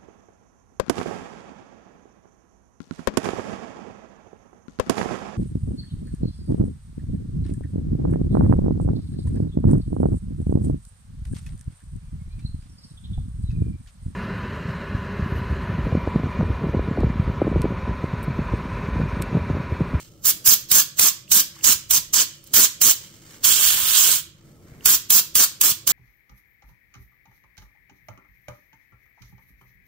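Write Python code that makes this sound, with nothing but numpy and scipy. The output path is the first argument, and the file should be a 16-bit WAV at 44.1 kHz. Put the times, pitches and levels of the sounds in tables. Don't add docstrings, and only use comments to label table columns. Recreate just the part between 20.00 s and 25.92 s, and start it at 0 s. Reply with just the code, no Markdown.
import sys
import numpy as np
from scipy import signal
from scipy.fft import rfft, irfft
from scipy.io import wavfile
from scipy.ndimage import uniform_filter1d

SR = 44100
rng = np.random.default_rng(int(sys.argv[2]) if len(sys.argv) > 2 else 0)


def store_pcm(level_fs):
    pcm = np.round(np.clip(level_fs, -1, 1) * 32767).astype(np.int16)
    wavfile.write(sys.argv[1], SR, np.atleast_2d(pcm).T)


def ratio_of_db(decibels):
    return 10 ** (np.asarray(decibels, float) / 20)


N = 261072
FRAME = 256
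BIN_HZ = np.maximum(np.arange(FRAME // 2 + 1) * SR / FRAME, 20)[:, None]

# freq_hz, difference_db
PORT_DIFFERENCE = [(300, 0), (1000, -1.5), (2500, -0.5), (4000, -6), (6000, -3), (8000, -8), (10000, -2.5),
                   (11500, -4), (13000, 1), (15500, -6.5)]
# freq_hz, share
SHARED = [(100, 1), (600, 0.94), (1500, 0.54), (3000, 0.47), (7000, 0.43), (15000, 0.17)]
# freq_hz, phase_rad
LEFT_LEADS = [(0, 0.26), (1030, 0.64), (1640, 0.1), (2150, 5.35), (5430, 7.67), (9130, 12.14),
              (14400, 17.5)]
# freq_hz, share
LOW_SHARED = [(60, .92), (300, .9), (700, .7), (1500, .15)]
GRIP_SHARED = [(20, .85), (100, 1.0)]
TOP_HZ = 15700

# freq_hz, density_db
RUMBLE_TONE = [(12, -31), (20, -4), (43, -15), (141, 5), (202, -4.5), (280, -33), (323, 0.5), (387, -19.5),
               (409, -25), (566, -11.5), (755, -42.5), (1320, -17), (1500, -34), (1950, -74), (3300, -120)]
# freq_hz, density_db
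BUFFET_TONE = [(110, -12.0), (180, -2), (260, -2.5), (600, -13.0), (900, -23.0), (1500, -31.0)]
# freq_hz, density_db
GRIP_TONE = [(15, -16), (30, -1.5), (65, -1), (100, 6), (200, -50.5)]
# start_s, level_db
GUSTS = [
    (.3, -57.5),
    (1.95, -57),
    (3.761, -50),
    (4.83, -54),
]
# start_s, end_s, start_level_db, end_level_db
STIRS = [
    (.1, 0.424, -63.5, -55),
    (2.9, 3.398, -68.5, -59),
    (4.45, 4.82, -59.5, -55.5),
]
# start_s, peak_db, pitch_hz
THUMPS = [(0.477, -29.5, 98), (0.718, -33, 129), (0.999, -37, 88.8), (1.31, -35, 76.5), (1.649, -37, 61),
          (1.751, -38, 88.8), (1.909, -37, 51.1), (1.981, -34, 148), (2.134, -42, 55), (2.538, -35, 83.4),
          (2.818, -43, 155.5), (3.448, -40, 94), (4.719, -36, 122), (4.858, -43, 46.3), (5.109, -61, 132),
          (5.36, -36, 138), (5.609, -51, 35.0), (5.718, -35, 127), (5.879, -37, 127)]
RUMBLE_DB, GRIP_DB, GRIP_FADE_DB_PER_S = -56, -67.5, 53
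BUFFET_LAG_S, BUFFET_RISE_DB_PER_S, BUFFET_FALL_DB_PER_S = 0.051, 315.5, 285
BUFFET_REST_DB, BUFFET_WELL_DB = -69.5, -56

# freq_hz, t60_s
ROOM_T60 = [(300, 0.091), (1000, 0.4), (3000, 0.47), (7000, 0.31), (11000, 0.28), (16000, 0.22)]
ROOM_DB = -13.5

# start_s, end_s, bright_start_db, bright_end_db, dull_re_bright_db
RUSTLE = [
    (0.0, 0.197, -48, -67.5, -19),
    (1.5, 1.625, -58, -48.5, -10.5),
    (2.33, 2.405, -53, -60, -26),
    (2.47, 2.52, -50.5, -55, -18),
    (3.036, 3.177, -48, -53.5, -16.5),
    (3.255, 3.423, -48, -54, -12.5),
    (4.36, 4.634, -65.5, -67, -10),
    (4.68, 4.83, -67.5, -62, -2.5),
]
# freq_hz, density_db
RUSTLE_TONE = [(1470, -34), (2500, -9.5), (3100, 1.5), (3380, -3.5), (6020, 0), (7480, 1), (9870, -9),
               (15800, -6.5)]
# freq_hz, density_db
RUB_TONE = [(550, -27.5), (800, -1.5), (1500, 2.0), (2200, 6), (3600, -26.5)]
RUSTLE_FADE_DB_PER_S = 305

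# start_s, peak_db, pitch_hz, crack_db
TICKS = [
    (0.4244, -48.5, 3130, -48),
    (1.279, -37.5, 2770, -60),
    (1.565, -46, 1150, -43),
    (1.61, -35, 2760, -40),
    (2.4403, -53, 3730, -30.5),
    (2.473, -53.5, 2980, -31),
    (4.808, -37, 2870, -53),
]
TICK_GAIN, CONTACT_S = 1.3, 0.00054

# start_s, spurt_db, tumble_db
SPURTS = [(0.474, -11.5, -42), (.716, -12.5, -37), (0.996, -13, -40.5), (1.318, -13, -39),
          (1.645, -16, -38.5), (1.91, -14, -46.5), (2.142, -17, -40), (2.541, -23, -33.5),
          (2.816, -16, -38.5), (3.445, -20, -47.5), (4.859, -10, -40), (5.106, -12.5, -40),
          (5.355, -14, -39.5), (5.613, -13, -39.5), (5.876, -16.5, -36.5)]
# freq_hz, density_db
SPURT_TONE = [(500, -16.5), (1500, -14.0), (3000, 1.0), (5000, 2.0), (9000, 3), (15000, 7.5)]

# full_flow_s, open_s, hold_s, flow_db, top_hiss_re_flow_db (nozzle facing the microphone)
PUFFS = [(0.257, 0.022, 0.045, -21, 4), (0.462, 0.02, 0.077, -18.5, 3.5), (0.722, 0.034, 0.086, -18.5, 1.5),
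         (.994, 0.026, 0.093, -19, 1), (1.32, 0.023, 0.086, -19, 1.5), (1.643, 0.018, 0.086, -18.5, -1),
         (1.91, 0.017, 0.063, -19, -0.5), (2.136, 0.011, 0.085, -19, -4.5),
         (2.539, 0.0078, 0.11, -16.5, -0.5), (2.819, .016, 0.094, -18, 1.5), (4.86, 0.017, 0.091, -18.5, 1),
         (5.104, 0.01, .09, -19.5, 4), (5.359, 0.015, 0.085, -18, 1.5), (5.613, 0.0075, 0.098, -20.5, 1.5),
         (5.875, 0.012, 0.037, -19.5, -0.5)]
# time_s, flow_db, top_hiss_re_flow_db
SWEEP = [
    (3.442, -20, 1),
    (3.502, -19, 0),
    (3.585, -23, 0),
    (3.672, -20, 2),
    (3.786, -27.5, 0.5),
    (3.886, -25.5, 3),
    (3.956, -18.5, -4),
    (3.983, -17, -2),
    (4.144, -21.5, 1),
]
# nozzle_db, board_db, roar_db, left_re_right_db
USUAL_DB = [-2, -8, -15, -4.5]
ZONE_HZ = [1800, 2750, 4500, 5500, 7800, 10500]
# freq_hz, density_db
JET_TONE = [(290, -25.5), (500, -18), (794, -19.5), (1010, -11), (1500, -11.5), (1860, -11.5), (3130, -8),
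            (4000, -5), (6270, 0), (9810, -6), (15100, 1.5), (15800, -9)]
# pitch_hz, width_hz, left_db, right_db, extra_in_well_db
RINGS = [(1620, 440, 2, 2, 4), (3170, 560, 6, 6, 2.5), (4520, 1400, 5, 3, -4.5), (6260, 380, -2, 4.5, -2.5),
         (7300, 800, 3, 5.5, -1.2), (9000, 2700, 4, 2.14, 1.5), (12630, 590, 1, 7.5, -0.5),
         (16050, 2080, 6, 9, -2.5)]
FAN_WELL_S = (3.43, 4.25)
OPEN_S, SHUT_S = 0.055, 0.091
SWEEP_OPEN_S, SWEEP_CLOSE_S, SWEEP_CLOSE_DB = .014, 0.06, -14.5
LEAK_DB, CLOSE_S, CLOSE_DB = -32.5, .036, -24
SETTLE_S, SETTLE_DB, DIP_S = 0.028, -3, 0.011
TOP_SAG_DB = -1.1
BOARD_DB, ROAR_DB, PAN_DB = (-10.5, -8), (-14.5, -15.5), (-4, -2.5)
WELL_BOARD_DB, WELL_ROAR_DB, WELL_PAN_DB = -26.5, -36.5, -5.5
WELL_FLOW_DB, WELL_FOLLOWS = -22.5, .55
# nozzle_db, board_db, roar_db re top hiss, left_re_right_db
LEAKING, CLOSED = (0, -7.5, -14, -6.5), (-3, -2.1, -12, -5.5)
ROAR_FOLLOWS, TUMBLE_USUAL_DB = 0.2, -44.5

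# freq_hz, rarity_spreads
DROPOUT = [(2500, 3), (3900, .9), (5400, 1.2), (7000, 3.5), (9000, 1.2), (10800, -.1), (12000, 1.2),
           (15000, 3)]
# freq_hz, share
COARSE = [(800, 0.022), (2000, 0.24), (4000, 0.41), (7000, 0.4), (9000, 0.49), (15000, 0.16)]
CUTOFF_HZ = 15760


def rms_one(x):
    return x / np.sqrt(np.mean(x ** 2) + 1e-20)


def at_hz(points, hz):
    table_hz, values = np.array(points).T
    return np.interp(np.log(hz), np.log(table_hz), values)


def coloured(spectrum, shared):
    hz = np.maximum(np.arange(N // 2 + 1) * SR / N, 5)
    both, left, right = rfft(rng.standard_normal((3, N)))
    share = np.clip(at_hz(shared, hz), 0, 1)
    late = both * np.exp(-1j * np.interp(hz, *np.transpose(LEFT_LEADS)))
    pair = np.sqrt(share) * np.array([both, late]) + np.sqrt(1 - share) * np.array([left, right])
    return rms_one(irfft(pair * ratio_of_db(at_hz(spectrum, np.minimum(hz, TOP_HZ))), N))


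def patches(shape, bins, frames):
    field = uniform_filter1d(rng.standard_normal(shape), size=bins, axis=-2)
    return rms_one(uniform_filter1d(uniform_filter1d(field, size=frames, axis=-1), size=frames, axis=-1))


def drift(size):
    return rms_one(uniform_filter1d(uniform_filter1d(rng.standard_normal(N), size=size), size=size))


def swells(events, rise_db_per_s, fall_db_per_s):
    t = np.arange(N) / SR
    total = np.zeros(N)
    for a, b, a_db, b_db in events:
        levels_db = [a_db - rise_db_per_s, a_db, b_db, b_db - fall_db_per_s]
        total += ratio_of_db(np.interp(t, [a - 1, a, b, b + 1], levels_db))
    return total


def struck(events, cycles, soft_s):
    out, t = np.zeros(N + 6000), np.arange(6000) / SR
    for s, peak_db, hz, *_ in events:
        ring = np.sin(2 * np.pi * hz * t) * np.exp(-t * hz / cycles)
        out[round(s * SR):][:6000] += ratio_of_db(peak_db) * ring * np.tanh((t / soft_s) ** 2)
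    return out[:N]


def rumble():
    steady = coloured(RUMBLE_TONE, LOW_SHARED) * ratio_of_db(RUMBLE_DB)
    tumbles = [(s + BUFFET_LAG_S, s + BUFFET_LAG_S, db, db) for s, _, db in SPURTS]
    tumbles.append((SWEEP[0][0], SWEEP[-1][0], BUFFET_WELL_DB, BUFFET_WELL_DB))
    air = swells(tumbles + STIRS, BUFFET_RISE_DB_PER_S, BUFFET_FALL_DB_PER_S)
    buffet = coloured(BUFFET_TONE, LOW_SHARED) * (ratio_of_db(BUFFET_REST_DB) + air)
    gusts = swells([(s, s, db, db) for s, db in GUSTS], GRIP_FADE_DB_PER_S, GRIP_FADE_DB_PER_S)
    grip = coloured(GRIP_TONE, GRIP_SHARED) * (ratio_of_db(GRIP_DB) + gusts) * ratio_of_db(1.4 * drift(size=1500))
    high_pass = signal.butter(2, 45., "high", fs=SR, output="sos")
    knocks = 1.4 * signal.sosfilt(high_pass, struck(THUMPS, cycles=0.7, soft_s=.0006))
    return steady + grip + knocks * ratio_of_db([[.8], [-.8]]) + buffet


def room(x):
    _, times, frames = signal.stft(rng.standard_normal((2, SR // 2)), SR, nperseg=FRAME)
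    decay = ratio_of_db(-60 * times / at_hz(ROOM_T60, BIN_HZ))
    tail = signal.istft(frames * decay, SR, nperseg=FRAME)[1]
    tail = tail * np.clip(np.arange(tail.shape[1]) / SR / 0.015, 0, 1)
    tail = tail / np.sqrt(np.sum(tail ** 2, axis=1, keepdims=True))
    return ratio_of_db(ROOM_DB) * signal.fftconvolve(x, tail, axes=1)[:, :N]


def rustle():
    grain_db = 2.2 * drift(size=150) + 1.5 * drift(size=2000)
    fade = RUSTLE_FADE_DB_PER_S
    strokes = [r[:4] for r in RUSTLE]
    rubs = [(a, b, a_db + dull_db, b_db + dull_db) for a, b, a_db, b_db, dull_db in RUSTLE]
    bright = coloured(RUSTLE_TONE, SHARED) * swells(strokes, fade, fade) * ratio_of_db([[-1.5], [1.5]])
    dull = coloured(RUB_TONE, SHARED) * swells(rubs, fade, fade) * ratio_of_db(4.5)
    return (bright + dull) * ratio_of_db(grain_db)


def ticks():
    cracks, t = np.zeros(N + 900), np.arange(900) / SR
    for s, _, _, crack_db in TICKS:
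        burst = np.diff(rng.standard_normal(901)) * np.exp(-t / 0.0041)
        cracks[round(s * SR):][:900] += ratio_of_db(crack_db - 12.0) * burst
    rings = struck(TICKS, cycles=3.5, soft_s=CONTACT_S)
    return (TICK_GAIN * rings + cracks[:N]) * ratio_of_db([[-2.5], [2.5]])


def spurts():
    level, t = np.zeros(N + 2000), np.arange(2000) / SR
    for s, top_db, _ in SPURTS:
        level[round(s * SR) - 130:][:2000] += ratio_of_db(top_db) * (t / 0.0026) ** 2 * np.exp(2 - 2 * t / 0.0036)
    return coloured(SPURT_TONE, SHARED) * level[:N] * ratio_of_db([[-2.5], [2.5]])


def puff(s, open_s, hold_s, flow_db, face_db):
    spurt_s, _, tumble_db = np.transpose(SPURTS)
    more_db = ROAR_FOLLOWS * (np.interp(s, spurt_s, tumble_db) - TUMBLE_USUAL_DB)
    ends = []
    for k, sag in enumerate((-0.5, 0.5)):
        f = face_db + sag * TOP_SAG_DB
        tone = (-f, BOARD_DB[k] - f, ROAR_DB[k] + more_db - f, PAN_DB[k])
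        ends.append((s + k * hold_s, flow_db + f, *tone))
    (a, a_db, *start), end = ends
    return [(s - open_s, a_db + LEAK_DB, *LEAKING), (a, a_db - 1.0, *start),
            (a + DIP_S, a_db + SETTLE_DB, *start), (a + SETTLE_S, a_db, *start), end,
            (s + hold_s + CLOSE_S, flow_db + CLOSE_DB, *CLOSED)]


def sweep():
    swept = []
    for s, flow_db, f in SWEEP:
        well_db = WELL_FOLLOWS * (flow_db - WELL_FLOW_DB) - flow_db - f
        swept.append((s, flow_db + f, -f, WELL_BOARD_DB + well_db, WELL_ROAR_DB + well_db, WELL_PAN_DB))
    first, last = swept[0], swept[-1]
    return [(first[0] - SWEEP_OPEN_S, first[1] + LEAK_DB, *LEAKING), *swept,
            (last[0] + SWEEP_CLOSE_S, last[1] + SWEEP_CLOSE_DB, *last[2:])]


def squeezes(times):
    rows = []
    for q in sorted([puff(*p) for p in PUFFS] + [sweep()]):
        silent_before = (q[0][0] - OPEN_S, -100, *q[0][2:])
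        silent_after = (q[-1][0] + SHUT_S, -100, *q[-1][2:])
        rows += [silent_before, *q, silent_after]
    s, *columns = np.transpose(rows)
    return [np.interp(times, np.maximum.accumulate(s), c) for c in columns]


def jet():
    hop = dict(nperseg=FRAME, noverlap=FRAME * 3 // 4)
    _, times, frames = signal.stft(coloured(JET_TONE, SHARED), SR, **hop)
    _, ring, board, roar, pan = squeezes(times)
    zones = np.array([roar - USUAL_DB[2], board - USUAL_DB[1], ring - USUAL_DB[0], 0 * pan])
    weights = np.array([np.interp(BIN_HZ[:, 0], ZONE_HZ, row[[0, 1, 1, 2, 2, 3]]) for row in np.eye(4)])
    side_db = at_hz(PORT_DIFFERENCE, BIN_HZ) + (pan - USUAL_DB[3]) * np.clip(BIN_HZ / 3700.0, 0, 1)
    tone_db = weights.T @ zones + side_db / 2 * np.array([1, -1])[:, None, None]
    in_well = (times > FAN_WELL_S[0]) & (times < FAN_WELL_S[1])
    for hz, width, left_db, right_db, well_db in RINGS:
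        top_db = np.array([left_db, right_db])[:, None, None] + well_db * in_well
        tone_db = tone_db + top_db / (1 + (2 * (BIN_HZ - hz) / width) ** 2)
    ripple_db = 1.1 * patches(frames.shape, bins=2, frames=50)
    ripple_db += 1.8 * patches(frames.shape, bins=14, frames=12)
    hiss = rms_one(signal.istft(frames * ratio_of_db(tone_db + ripple_db), SR, **hop)[1][:, :N])
    flutter_db = 1.2 * drift(size=40) + 0.55 * drift(size=400)
    flow_db = squeezes(np.arange(N) / SR)[0]
    return hiss * ratio_of_db(flow_db + flutter_db + 5.5)


def scene():
    near = jet() + spurts() + ticks()
    return near + room(near) + rustle() + rumble()


def thinned(x):
    hz, _, frames = signal.stft(x, SR, nperseg=1024)
    table_hz = np.maximum(hz, 20)
    power = np.abs(frames) ** 2
    loud_db = 10 * np.log10(power.sum(axis=(0, 1)) + 1e-12)
    below_8k = hz[:, None] < 8000
    follows = np.where(hz[:, None] > 8000, 1, -.7)
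    rarity = at_hz(DROPOUT, table_hz)[:, None] + .04 * (loud_db + 45) * follows + 1.0 * below_8k
    cells = patches((3, len(hz) // 10 + 1, len(loud_db) // 2 + 1), bins=1, frames=1)
    luck = .85 * cells[2] + .53 * cells[:2]
    luck = luck.repeat(10, axis=1).repeat(2, axis=2)[:, :len(hz), :len(loud_db)]
    kept = np.where(luck > rarity, .03, 1) * (hz[:, None] < CUTOFF_HZ)
    step = np.clip(at_hz(COARSE, table_hz), .01, 2)[:, None] * uniform_filter1d(power, size=16, axis=1)
    strong = power ** 2 / (power ** 2 + step ** 2 + 1e-30)
    return signal.istft(frames * kept * strong, SR, nperseg=1024)[1][:, :N]


def low_pass(x):
    return signal.sosfilt(signal.butter(12, 16590, fs=SR, output="sos"), x)


def record(dry):
    limited = 1.277 * dry / (1 + np.abs(dry) ** 5.4) ** (1 / 14.0)
    mix = np.clip(thinned(limited), -1, 1)
    return low_pass(mix)


dry = scene()
out = record(dry)
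store_pcm(out)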